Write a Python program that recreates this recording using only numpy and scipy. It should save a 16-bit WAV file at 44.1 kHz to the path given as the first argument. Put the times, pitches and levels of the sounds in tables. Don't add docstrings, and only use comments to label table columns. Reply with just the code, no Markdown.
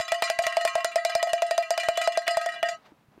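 import sys
import numpy as np
from scipy import signal
from scipy.fft import rfft, irfft, next_fast_len
from scipy.io import wavfile
from scipy.ndimage import map_coordinates

SR = 44100
rng = np.random.default_rng(int(sys.argv[2]) if len(sys.argv) > 2 else 0)


def elevation(decibels):
    levels = np.asarray(decibels, float)
    return 10 ** (levels / 20)


def materialize(psi):
    bounded = np.clip(np.atleast_2d(psi).T, -1, 1)
    quanta = np.round(bounded * 32767).astype(np.int16)
    wavfile.write(sys.argv[1], SR, quanta)


N = 141120
NOW = np.arange(N) / SR

GLOVE_S, GLOVE_T60, GLOVE_LOW_T60 = 2.75, .14, .075
LEAD_S = .0014
LOW_DB = -5.5


def unit(x):
    return x / np.sqrt(np.mean(x ** 2) + 1e-20)


def along(points, hz):
    f, v = np.transpose(points)
    return np.interp(np.log(hz + 1), np.log(f + 1), v)


def coloured(points):
    m = next_fast_len(N + 8192)
    spectrum = rfft(rng.standard_normal(m)) * elevation(along(points, np.fft.rfftfreq(m, 1 / SR)))
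    return unit(irfft(spectrum, m)[:N])


def wobble(rate):
    knots = rng.standard_normal(int(N * rate / SR) + 4)
    return map_coordinates(knots, [np.arange(N) * rate / SR])


# frequency in Hz, level in dB per Hz.
BREEZE = [(30, -24), (150, -10.5), (350, -9), (700, -4), (2750, -17), (5900, -29.5), (16000, -52)]


def breeze():
    gust_db, flutter_db = 1.5 * wobble(2.6), 2.5 * wobble(23.3)
    hiss = elevation(-79) * rng.standard_normal(N)
    return elevation(-64 + gust_db + flutter_db) * coloured(BREEZE) + hiss


def moving_microphone():
    start_s, rise_s = 2.52, .036
    moving = (1 + np.tanh((NOW - start_s) / rise_s)) / 2
    rumble = coloured([(25, -32), (70, -2.5), (200, 4), (450, -12), (900, -44)])
    return elevation(-64 + 1.7 * wobble(5.9)) * moving * rumble


def glove_rustle():
    centre_s, width_s = 2.855, .023
    rub = np.exp(-.5 * ((NOW - centre_s) / width_s) ** 2)
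    cloth = coloured([(300, -4), (700, 2.5), (4500, -8), (9000, -30)])
    return elevation(-60 + 2.7 * wobble(100)) * rub * cloth


# start in seconds, level in dB, pitch in Hz, t60 in seconds.
KNOCKS = [
    (2.92, -43, 300, 0.053),
    (2.919, -51, 1000, 0.019),
    (3.084, -47, 127, 0.045),
    (3.141, -60, 1144, .02),
    (3.178, -39, 350, 0.022),
    (3.177, -53, 940, 0.023),
]


def knocks():
    out = np.zeros(N)
    for start_s, db, hz, t60 in KNOCKS:
        t = np.clip(NOW - start_s, 0, None)
        out += elevation(db - 60 * t / t60) * np.sin(2 * np.pi * hz * t)
    return out


# start in seconds, level in dB.
JOLTS = [(0.119, -41), (0.221, -70), (0.298, -44), (0.389, -32), (0.464, -37), (0.566, -50), (0.65, -62),
         (0.753, -37), (0.845, -70), (0.959, -38.5), (1.048, -53), (1.153, -33), (1.229, -51),
         (1.331, -39.5), (1.417, -58), (1.509, -63), (1.576, -60), (1.706, -50), (1.774, -62),
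         (1.886, -28.5), (1.972, -56), (2.075, -37.5), (2.172, -66), (2.279, -67), (2.368, -39.5),
         (2.625, -64)]


def jolts():
    out, rise_s = np.zeros(N), .0009
    for start_s, db in [(.0005, -29)] + list(JOLTS):
        t = np.clip(NOW - start_s, 0, .2)
        out += elevation(db - 3.5) * t / rise_s * np.exp(1 - t / rise_s)
    return out


# low tone in dB, clang in dB, tick in dB.
FIRST_SLAM = (-7, -21.5, -30)
# start in seconds, low tone in dB, clang in dB, tick in dB.
SLAMS = [(0.121, -7, -17, -27.5), (0.224, -17, -10.5, -26.5), (0.301, -7, -18.5, -25.5),
         (0.39, -10.5, -17.5, -30), (0.468, -9, -15.5, -25.5), (0.57, -2, -18.5, -30),
         (0.652, -5, -17.5, -26), (0.755, -3.5, -18.5, -31), (0.847, -7.5, -17.5, -24.5),
         (0.959, -4.5, -20.5, -27), (1.051, -7, -18.5, -24), (1.153, -5, -21.5, -25.5),
         (1.229, -6.5, -24.5, -26), (1.334, -6, -23, -27), (1.422, -8.5, -20, -30), (1.511, -7, -21, -28.5),
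         (1.58, -8, -22, -27), (1.707, -7, -23, -25.5), (1.778, -9, -16.5, -28), (1.887, -2, -19, -27.5),
         (1.975, -14.5, -17.5, -28), (2.076, -3.5, -22, -30), (2.175, -2.5, -24, -28),
         (2.28, -21, -16, -24.5), (2.372, -3, -21.5, -27.5), (2.462, -21, -24.5, -35),
         (2.63, -6, -17, -34.5)]
# start in seconds, low tone in dB, clang in dB, tick in dB.
REBOUNDS = [(0.011, -21, -21, -26.5), (0.081, -26.5, -17.5, -30.5), (0.143, -27, -21.5, -27),
            (0.239, -19.5, -27.5, -21), (0.423, -12, -45, -26), (0.438, -14, -15, -33),
            (0.611, -16.5, -20.5, -28), (0.676, -42, -13.5, -25), (0.778, -11, -26.5, -38.5),
            (0.869, -34, -34.5, -48), (0.979, -45, -17, -56), (1.097, -13, -21.5, -28),
            (1.196, -66, -19.5, -67), (1.272, -9, -19.5, -34.5), (1.465, -57, -37, -33.5),
            (1.626, -19.5, -20.5, -34), (1.799, -55, -18, -25), (1.92, -51, -50, -64),
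            (2.015, -12, -12.5, -21.5), (2.039, -55, -45, -27.5), (2.122, -50, -23.5, -32),
            (2.268, -19.5, -17, -38), (2.309, -17, -39, -24), (2.413, -19.5, -29, -27),
            (2.561, -26, -25.5, -81), (2.594, -47, -36, -67), (2.659, -24, -40, -39),
            (2.688, -14.5, -24.5, -26), (0.277, -34, -13.5, -52), (0.321, -33, -33.5, -47),
            (0.453, -22, -24, -39), (0.525, -30, -18, -36.5), (0.805, -20.5, -22, -42),
            (1.121, -40.5, -19.5, -47), (1.249, -32, -41, -62), (1.294, -48.5, -22.5, -34.5),
            (1.834, -14.5, -15.5, -32), (2.152, -35, -23, -52), (2.345, -42.5, -26, -50),
            (2.489, -25, -21, -34.5), (2.521, -34, -35, -40), (2.541, -26, -28.5, -39),
            (0.92, -53, -29, -43), (1.38, -64, -23, -54), (1.55, -20.5, -36, -48), (1.74, -21, -24.5, -56),
            (2.22, -42.5, -28.5, -41)]


def clapper():
    slams = np.vstack([(-.0015, *FIRST_SLAM), SLAMS])
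    per_s = 95
    count = int(per_s * GLOVE_S)
    jitter = np.tanh(rng.standard_normal(count)) / 2
    graze_s = (np.arange(count) + .5 + jitter) / per_s
    before = slams[np.searchsorted(slams[:, 0], graze_s) - 1]
    fade_db = 48 * (graze_s - before[:, 0])
    graze_db = before[:, 2] - 14.5 - fade_db + 3.5 * rng.standard_normal(count)
    grazes = np.column_stack([graze_s, graze_db - 14, graze_db, graze_db - 15.5])
    return slams, np.vstack([slams, REBOUNDS, grazes])


def ring(modes, times, strength_db, slam_s, swing, scatter_db=5, check_db=7.5, signs=(-1, 1),
         turn_db=4.5, lag=0, rise_s=.0006):
    now = NOW + LEAD_S
    heard = now + .032 / 343 * swing
    order = np.argsort(times)
    last = np.searchsorted(times[order], now, "right") - 1
    checked = check_db * np.searchsorted(slam_s, now, "right")
    checked_before = check_db * np.searchsorted(slam_s, times, "right")
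    kick_heard = np.interp(times, now, heard)
    keep = np.exp(-1 / (SR * rise_s))
    out = np.zeros(N)
    for hz, db, t60 in modes:
        fall = 60 / max(t60, .045)
        kick_db = strength_db + db + scatter_db * np.tanh(rng.standard_normal(len(times)))
        kick = elevation(kick_db + fall * times + checked_before) * rng.choice(signs, len(times))
        kick = kick * np.exp(-2j * np.pi * hz * kick_heard - 1j * lag)
        state = elevation(-fall * now - checked) * np.cumsum(kick[order])[last]
        state = signal.lfilter([1 - keep], [1, -keep], state)
        knots = np.arange(1000) / (22 * hz / 1000)
        beam = np.interp(now, knots, elevation(turn_db * rng.standard_normal(len(knots))))
        out += beam * (state * np.exp(2j * np.pi * hz * heard)).imag
    return out


# pitch in Hz, level in dB, t60 in seconds.
MOUTH = [
    (656, -3, .07),
]
# pitch in Hz, level in dB, t60 in seconds.
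HUM = [
    (684.6, 1, 0.26),
    (655.3, -11.5, 0.35),
]
HUM_LEVELS = [-20.5, -15, -17.5, -21.5, -11.5, -16.5, -15.5, -19.5, -18.5, -19, -14.5, -16, -14, -15, -14,
              -13, -15.5, -11.5, -14, -18, -15, -13.5, -15, -20, -15, -19.5, -15, -13]


def low_tone(slams, contacts, swing):
    low = dict(slam_s=slams[:, 0], swing=swing, scatter_db=0, check_db=24, signs=[1], turn_db=1.35)
    out = ring(MOUTH, slams[:, 0], slams[:, 1] + LOW_DB, rise_s=.0002, **low)
    hum_db = np.r_[HUM_LEVELS, contacts[len(slams):, 1] - 5] + LOW_DB
    return out + ring(HUM, contacts[:, 0], hum_db, lag=1.89, rise_s=.002, **low)


WALL_HZ = [1078, 1274, 1350, 1608, 1865, 1896, 1945, 1982, 2110, 2387, 2743, 2915, 2983, 3436]
# level in dB, t60 in seconds, dB gained as the mouth turns away.
WALLS = [(-18.5, 0.55, -8.5), (-10.5, 0.75, 2.5), (-20, 0.042, -18.5), (-16, 1, 5.5), (-6.5, 0.15, 5.5),
         (-4, 0.11, 6.5), (-7.5, 0.18, -3.5), (-9.5, 0.46, 4), (-26, 0.34, -4.5), (-9, 0.2, -2),
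         (-17, 1, 1.5), (-8.5, 0.32, 1.9), (-16, 0.83, 1.7), (-12, 0.15, 3.3)]
# time in seconds, amount turned away (negative is towards,
# positive is away).
FACING = [(0, -0.59), (.4, -0.74), (.8, -1.1), (1.2, -0.37), (1.6, -0.041), (2, -0.11), (2.4, 1.2),
          (2.8, 0.26)]


def walls(slams, contacts, swing):
    away = np.interp(contacts[:, 0], *np.transpose(FACING))
    modes = [(hz, db + turn * away, t60) for hz, (db, t60, turn) in zip(WALL_HZ, WALLS)]
    return ring(modes, contacts[:, 0], contacts[:, 2] - 14, slams[:, 0], swing)


RIM_HZ = [3940, 4045, 4220, 4548, 4880, 5124, 5447, 5727, 5964, 6340, 6718, 7041, 7472, 7708]
# level in dB, t60 in seconds.
RIM = [(-16.5, 0.75), (-25.5, .3), (-10.5, 0.32), (-21, 0.6), (-5, 0.14), (-6.5, 0.097), (-24, .15),
       (-20, 0.29), (-28, 0.44), (-21.5, 0.46), (-13.5, 0.11), (-18, 0.28), (-12.5, 0.15), (-20.5, 0.059)]
SEAM_HZ = [7902, 8225, 8505, 8871, 9259, 9582, 9926, 10185, 10615, 10981, 11304, 11649, 12037, 12575]
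# level in dB, t60 in seconds.
SEAM = [(-16, 0.05), (-15.5, 0.066), (-17.5, 0.16), (-15.5, 0.088), (-32.5, 0.23), (-24, 0.13),
        (-38.5, 0.06), (-29.5, 0.16), (-37, 0.2), (-29.5, .1), (-29.5, .1), (-19.5, 0.072), (-25.5, .1),
        (-33.5, .09)]


def rim_and_seam(slams, contacts, swing):
    modes = np.column_stack([list(RIM_HZ) + list(SEAM_HZ), list(RIM) + list(SEAM)])
    return ring(modes, contacts[:, 0], contacts[:, 3] - 9, slams[:, 0], swing)


# frequency in Hz, level in dB.
PLATE = [(900, -20), (1900, -6), (3000, -9.5), (6000, -19), (9000, -24), (15500, -32)]


def small_plate_modes(slams, contacts, swing):
    hz = 1300 + 14200 * ((np.arange(40) + rng.random(40)) / 40) ** 1.6
    t60 = .072 * (hz / 2000) ** -.17
    modes = np.column_stack([hz, along(PLATE, hz), t60])
    strength_db = (contacts[:, 2] + contacts[:, 3]) / 2 - 13
    return ring(modes, contacts[:, 0], strength_db, slams[:, 0], swing)


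# frequency in Hz, level in dB per Hz.
CRACK = [(300, -43), (900, 16), (2000, -1), (5000, 7.5), (9000, 1.5), (13000, -11.5), (16000, -26)]


def impacts(slams):
    crack = coloured(CRACK)
    thud = coloured([(500, 7.5), (1000, 1.5), (2200, 8.5), (4000, -7.5), (8000, -21.5)])
    out = np.zeros(N)
    for start_s, low_db, clang_db, tick_db in slams:
        t = np.clip(NOW - start_s + LEAD_S, 0, .2)
        burst = elevation(tick_db + 8 - 60 * t / .014) * crack
        burst += elevation(clang_db - 1 - 60 * t / .019) * thud
        clank = elevation(low_db + LOW_DB - 13 - 60 * t / .018) * np.sin(2 * np.pi * 855 * t)
        out += np.tanh(t / .0002) * burst - clank
    return out


def bell():
    slams, contacts = clapper()
    swing = wobble(10)
    metal = walls(slams, contacts, swing)
    metal += rim_and_seam(slams, contacts, swing)
    metal += small_plate_modes(slams, contacts, swing)
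    gloved_s = np.clip(NOW - GLOVE_S, 0, None)
    out = low_tone(slams, contacts, swing) * elevation(-60 * gloved_s / GLOVE_LOW_T60)
    out += metal * elevation(-60 * gloved_s / GLOVE_T60)
    out += impacts(slams)
    radiation = signal.butter(4, 540, "high", fs=SR, output="sos")
    return signal.sosfilt(radiation, out) + jolts()


def scene():
    field = breeze() + moving_microphone() + glove_rustle() + knocks()
    return (field + bell())[None]


def low_pass(x):
    return signal.sosfilt(signal.butter(12, 16530, fs=SR, output="sos"), x)


def record(dry):
    top, duck_db, duck_s = .235, 5, .02
    over = np.clip(np.abs(dry) / top, 0, 2) ** 2
    keep = np.exp(-1 / (SR * duck_s))
    x = dry * elevation(-duck_db * signal.lfilter([1 - keep], [1, -keep], over))
    x = x / (1 + np.abs(x / top) ** 8) ** (1 / 8)
    x = signal.sosfilt(signal.butter(1, 60, "high", fs=SR, output="sos"), x)
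    treble_db = np.interp(np.fft.rfftfreq(N, 1 / SR), [15500, 16450, 16500], [0, -13, -60])
    x = irfft(rfft(x) * elevation(treble_db), N)
    return low_pass(x)


dry = scene()
out = record(dry)
materialize(out)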